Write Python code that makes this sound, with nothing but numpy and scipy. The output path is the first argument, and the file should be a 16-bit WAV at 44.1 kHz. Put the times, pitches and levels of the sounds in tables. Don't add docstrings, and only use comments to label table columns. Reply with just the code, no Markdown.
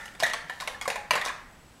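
import sys
import numpy as np
from scipy import signal
from scipy.fft import rfft, irfft
from scipy.io import wavfile
from scipy.ndimage import uniform_filter1d

SR = 44100
rng = np.random.default_rng(int(sys.argv[2]) if len(sys.argv) > 2 else 0)


def digitize_waveform(pressure):
    field = np.atleast_2d(pressure).T
    bounded = np.clip(field, -1, 1)
    quanta = np.round(bounded * 32767).astype(np.int16)
    wavfile.write(sys.argv[1], SR, quanta)


def ratio(d):
    e = np.asarray(d, float) / 20
    return 10 ** e


N = 79380
LEAD = 4410

# frequency [Hz], level [dB]
WALLS = [(2000, -24.5), (3200, -2.5), (4800, -2.5), (6200, -4), (9000, -7.5), (12000, -13), (15500, -30)]


def evened(x):
    return x / np.sqrt(np.mean(x ** 2) + 1e-20)


def read(points, hz):
    f, value = np.transpose(points)
    return np.interp(np.log(hz + 1), np.log(f + 1), value)


def add(mix, start_s, sound):
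    part = mix[max(LEAD + round(start_s * SR), 0):][:len(sound)]
    part += sound[:len(part)]


def floor():
    # frequency [Hz], level [dB per Hz]
    floor_colour = [(12, -18), (20, 6.5), (133, -3.5), (214, -2.5), (417, -9.5), (910, -10), (6580, -24),
                    (7770, -24), (15600, -34)]
    # time [s], level [dB]
    whine_rise = [(0, -3), (.2, -3), (.3, -9), (1.3, -9), (1.5, 0)]
    floor_db, whine_db = -53.5, -72
    whine_hz, whine_width_hz = 7865, 50
    hz = np.fft.rfftfreq(N, 1 / SR)
    noise = rfft(rng.standard_normal((2, N)))
    hiss = evened(irfft(noise[0] * ratio(read(floor_colour, hz)), N))
    resonance = 1 / (1 + (2 * (hz - whine_hz) / whine_width_hz) ** 2)
    whine = evened(irfft(noise[1] * resonance, N))
    whine_level_db = whine_db + np.interp(np.arange(N) / SR, *np.transpose(whine_rise))
    return ratio(floor_db) * hiss + ratio(whine_level_db) * whine


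def room(x, count=3):
    # frequency [Hz], t60 [s]
    room_t60 = [(200, 0.54), (700, 0.62), (1800, 0.7), (3500, 0.42), (6500, 0.39), (12000, 0.28)]
    room_db, build_up_s = -2.5, 0.0038
    out, clock = np.zeros(len(x)), np.arange(len(x)) / SR
    for k in range(count):
        taps = np.zeros(SR)
        at = np.arange(0, SR - 20, 20) + rng.integers(0, 20, (SR - 1) // 20)
        taps[at] = rng.choice([-1., 1.], at.shape)
        hz, t, z = signal.stft(taps, SR, nperseg=256)
        dying = ratio(-60 * t / read(room_t60, hz)[:, None])
        tail = signal.istft(z * dying, SR, nperseg=256)[1]
        tail *= np.minimum(np.arange(len(tail)) / SR / build_up_s, 1) ** 2
        feed = np.sqrt(2 / count) * np.cos(np.pi * (3.1 * clock + k / count))
        out += ratio(room_db) * signal.fftconvolve(x * feed, tail / np.linalg.norm(tail))[:len(x)]
    return out


def near(x):
    # delay [s], level [dB]
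    early = [(.0021, -7.5), (.0043, -6.5), (.0066, -12), (.0085, -9.5), (.0108, -19.5)]
    taps = np.zeros(1000)
    taps[0] = 1
    for k, (delay_s, level_db) in enumerate(early):
        taps[round(delay_s * SR)] += (-1) ** k * ratio(level_db)
    return signal.oaconvolve(x, taps)[:len(x)]


def thin(x):
    # frequency [Hz], level [dB]
    bass_cut = [(80, -18), (150, -8.5), (330, -5.5), (480, -0.5)]
    return irfft(rfft(x) * ratio(read(bass_cut, np.fft.rfftfreq(len(x), 1 / SR))), len(x))


def rustle():
    # time [s], level [dB]
    rubbing = [(0, -55), (.14, -64), (.22, -78), (.47, -72), (.53, -60), (.75, -60), (.82, -78), (1.8, -90)]
    noise, grains = rng.standard_normal((2, N))
    rub = evened(irfft(rfft(noise) * ratio(read(WALLS, np.fft.rfftfreq(N, 1 / SR))), N))
    grain_db = 3 * evened(uniform_filter1d(grains, size=120))
    return rub * ratio(grain_db + np.interp(np.arange(N) / SR, *np.transpose(rubbing)))


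def ring(t, hz, db, t60, phase=0):
    hz, db, t60, phase = (np.reshape(v, (-1, 1)) for v in (hz, db, t60, phase))
    decay = ratio(db - 60 * t / np.maximum(t60, .003))
    return (decay * np.sin(2 * np.pi * (hz * t + phase))).sum(0)


def note(start_s, level_db, pitch_hz, ring_ms, draws):
    rise_s, free_t60, damped_t60 = .0007, 0.1, 0.0074
    twin_db, twin_spread = -12, .09
    t = np.arange(4000) / SR
    twin_hz = pitch_hz * (1 + twin_spread * (2 * draws[0] - 1))
    damping = ratio(-60 * np.maximum(t - ring_ms / 1000, 0) / damped_t60)
    t60 = max(free_t60, 4 * ring_ms / 1000)
    tones = ring(t, [pitch_hz, twin_hz], [level_db, level_db + twin_db], t60, [0, draws[1]])
    return start_s, np.minimum(t / rise_s, 1) * damping * tones


def burst(colour, envelope, draws, peak_hz=0, edge_db=0):
    lumpy_db, peak_height_db, peak_width = 1.3, 7, 0.086
    edge_from_hz, edge_full_hz = 5000, 11000
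    hz = np.fft.rfftfreq(len(envelope), 1 / SR)
    lumps = np.interp(np.log(hz + 1), np.linspace(np.log(300), np.log(16000), 30), draws[1, :30])
    peak_db = peak_height_db * np.exp(-(np.log((hz + 1) / (peak_hz + 1)) / peak_width) ** 2)
    sharp_db = edge_db * np.clip((hz - edge_from_hz) / (edge_full_hz - edge_from_hz), 0, 1)
    colour_db = read(colour, hz) + lumpy_db * lumps + peak_db + sharp_db
    x = irfft(rfft(draws[0]) * ratio(colour_db)) * envelope
    return x / abs(x).max()


def contact(start_s, crack_db, peak_hz, body_db, edge_db, draws):
    # frequency [Hz], level [dB]
    body_colour = [(300, -31), (520, -8), (950, -2), (1400, -5.5), (1950, -1), (2800, -12.5), (4000, -20.5),
                   (6000, -56)]
    snap_t60, crack_t60, body_t60, thud_t60 = 0.0072, 0.019, 0.029, 0.021
    chatter_db, grainy_db, thud_db = -4.5, 2.5, -13.5
    slip_s, rise_s = .0006, 0.00037
    t = np.arange(draws.shape[-1]) / SR
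    grains = ratio(grainy_db * evened(uniform_filter1d(draws[4], size=50)))
    snap = ratio(-60 * t / snap_t60) + grains * ratio(chatter_db - 60 * t / crack_t60)
    crack = burst(WALLS, snap, draws[:2], peak_hz, edge_db)
    clatter = burst(body_colour, ratio(-60 * t / body_t60), draws[2:4])
    body = clatter + ring(t, 132, thud_db, thud_t60)
    return start_s + slip_s, ratio(crack_db) * np.minimum(t / rise_s, 1) * (crack + ratio(body_db) * body)


def spread(sound):
    power = uniform_filter1d(abs(rfft(sound)) ** 2, size=15)
    return np.roll(irfft(np.sqrt(abs(power))), 200)[:400]


def scene():
    # start_s [s], crack_db [dB], loudest wall mode peak_hz [Hz], body_db [dB], edge_db [dB]
    earlier = (-0.03, -28, 3400, 8.5, 2)
    rummage = [(0.0562, -29.5, 3000, -12, 5), (0.0786, -31, 2980, -5, -2), (0.15, -37, 3500, -1, -2),
               (0.1954, -35, 3080, -10, -3), (0.2003, -18, 4850, -4.5, 0.5), (0.204, -24.5, 4860, -2.5, -2),
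               (0.2252, -18.5, 3500, -2, 1), (0.2331, -11, 3550, -3.5, 1.5), (0.2617, -26, 3540, 0, -2),
               (0.2648, -19, 3280, -3, -1), (0.2973, -26, 3260, 0, 1), (0.334, -16, 3200, -6.5, -2.5),
               (0.3384, -23.5, 3740, 3.5, -1), (0.4837, -41, 3680, -6, -9), (0.4963, -25.5, 3500, -1, -1),
               (0.6008, -23, 3700, 0, -2), (0.6074, -24, 2900, -1.5, -1), (0.619, -26.5, 5340, 1, 0),
               (0.6355, -32, 3400, 3, 4), (0.6743, -18.5, 3360, -4.5, 0), (0.8122, -23, 3300, -4, 0),
               (0.8233, -26.5, 3250, 2, 1), (0.8543, -29.5, 3780, 2.5, 0), (0.8774, -15.5, 3170, -1.5, 4),
               (0.9012, -16.5, 4080, -3, -1), (0.9567, -25.5, 3750, 2, 0)]
    tumble = [(1.1074, -9.5, 4520, 0, -2.5), (1.1343, -19, 2900, 3.5, 2), (1.154, -18.5, 3660, 2, -1),
              (1.159, -21, 4530, 0, 2), (1.1775, -35, 3480, 15.5, -3), (1.2128, -20, 3720, -6, 3),
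              (1.2334, -44, 3030, 10, 0), (1.2445, -30.5, 3550, 3, -3), (1.2504, -19.5, 3660, -9, 2),
              (1.2595, -17, 3570, -6.5, -1), (1.2743, -25, 3960, 4, 0), (1.2834, -28.5, 2950, 2, 2),
              (1.2915, -32, 3970, 5.5, -7)]
    further_hits = [
        (1.3, -48, 6500, 3, 0),
        (0.0087, -46, 3500, -9, -8),
        (.986, -39, 4000, 0, 2),
        (.281, -27, 4700, -5, -8),
        (1.2705, -29, 4300, -4, 0),
        (.928, -38, 3200, 4, 2),
        (.678, -25, 3200, 3, -1),
    ]

    # start_s [s], level_db [dB], pitch_hz [Hz], free ring_ms [ms]
    earlier_notes = [
        (-.03, -20, 1820, 6.9),
        (-.03, -22, 1410, 4.9),
    ]
    hollow = [(.149, -46, 686, 8), (.2255, -14.5, 679, 9), (.335, -25.5, 1126, 12.4), (.498, -33, 980, 14),
              (.623, -28.5, 1044, 8), (.675, -43, 970, 5.6), (.725, -45, 1020, 6.6), (.814, -38, 1154, 7.6),
              (.857, -23, 1135, 11), (.878, -19, 520, 7), (.8785, -22, 717, 7.3), (.916, -31, 784, 4.6),
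              (.957, -25, 644, 4), (.958, -28, 1000, 8.6), (1.108, -13, 1007, 11.3),
              (1.154, -23.5, 630, 1.8), (1.16, -22.5, 1086, 22), (1.2618, -22.5, 680, 1.2),
              (1.264, -28, 1076, 8.5), (1.274, -28.5, 1080, 11)]
    studs = [(.0564, -39.5, 2820, 4), (0.078, -39.5, 2940, 4.6), (.1954, -41, 2320, 2.4),
             (0.2348, -12, 1832, 3.5), (.240, -15.5, 1875, 7.7), (.252, -17, 1720, 6.1),
             (0.2616, -18, 1800, 1.9), (.266, -26, 1910, 5.3), (.277, -25.5, 1872, 17),
             (.3127, -28, 1904, 12), (.3376, -35, 1930, 3.3), (.497, -20.5, 1740, 3.1),
             (.504, -30, 1770, 34), (.676, -28.5, 2190, 6.2), (.7467, -32, 1742, 17),
             (.8125, -29.5, 2175, 8.6), (.855, -34, 2140, 10), (.8794, -29, 2040, 2.9),
             (0.9019, -21.5, 2600, 2.4), (.959, -28, 1920, 2.5), (1.1082, -17.5, 2334, 12),
             (1.135, -24.5, 2804, 10), (1.1604, -40, 1920, 6.4), (1.175, -25, 1620, 5),
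             (1.2145, -21.5, 1870, 3.5), (1.2224, -26.5, 1935, 6.1), (1.282, -28.5, 2490, 4.6),
             (1.2898, -24, 1690, 8.6)]
    dropped = [
        (1.108, -22, 665, 10),
        (1.108, -17, 2818, 5.2),
        (1.108, -29, 2700, 9.3),
        (1.108, -24.5, 4500, 5.3),
    ]
    further_notes = [
        (.975, -35, 830, 88),
        (0.0098, -45, 900, 12),
                     (.2008, -27.5, 4900, 6.7), (.2345, -29, 6500, 8.2), (.2345, -26.5, 3650, 11.6),
            (.6015, -29, 2130, 2.2), (.878, -28.5, 8900, 2.2), (.813, -37, 8760, 3.3),
            (.813, -33, 3300, 6.4), (.9018, -29.5, 4360, 1.6), (1.251, -34, 9400, 1.8),
            (1.261, -37, 9400, 2), (1.261, -34, 5600, 4), (1.1085, -32.5, 6200, 7), (.3345, -32, 6000, 5),
            (.675, -30.5, 2670, 2.4), (1.3, -25, 1570, 1.5), (1.3, -25, 1050, 5.1), (.83, -35, 1170, 11),
            (-.02, -24.5, 1990, 7), (-.02, -26.5, 840, 7), (-.02, -30, 590, 7), (.228, -37, 150, 24),
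            (0.44, -42, 154, 60), (.878, -37.5, 213, 15), (.71, -45, 667, 10), (.498, -35, 720, 12),
            (.009, -44, 3500, 8), (1.555, -56, 2300, 10), (.288, -29, 1860, 7), (1.214, -31, 3700, 3),
            (.8135, -37, 760, 10), (1.1595, -33, 10200, 2), (1.135, -33, 9800, 2), (.525, -44, 800, 45),
            (1.2995, -37, 1240, 20)]

    still = floor()
    cracks, sent, hollows = np.zeros((3, N + LEAD))
    hits = [earlier] + rummage + tumble + further_hits
    notes = earlier_notes + hollow + studs + dropped + further_notes
    for row, draws in zip(hits, rng.standard_normal((60, 5, 2048))):
        start_s, sound = contact(*row, draws)
        add(cracks, start_s, sound)
        add(sent, start_s, spread(sound))
    for row, draws in zip(notes, rng.random((120, 2))):
        add(hollows, *note(*row, draws))
    send = ratio(-7.5)
    echoing = near(cracks + send * hollows) + room(sent + send * hollows)
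    blocks = ratio(-2) * echoing + (1 - send) * hollows
    return (thin(blocks)[LEAD:] + still + rustle())[None]


def band_limit(x):
    return signal.sosfilt(signal.butter(12, 16810, fs=SR, output="sos"), x)


def record(dry):
    edge_hz, above_edge_db, top_hz = 15780, -24, 16650
    hz = np.fft.rfftfreq(2 * N, 1 / SR)
    gain = ratio(above_edge_db * np.clip((hz - edge_hz) / 150, 0, 1)) * (hz < top_hz)
    mirrored = np.hstack([dry, dry[:, ::-1]])
    dulled = irfft(rfft(mirrored) * gain)[:, :N]
    return band_limit(dulled)


dry = scene()
out = record(dry)
digitize_waveform(out)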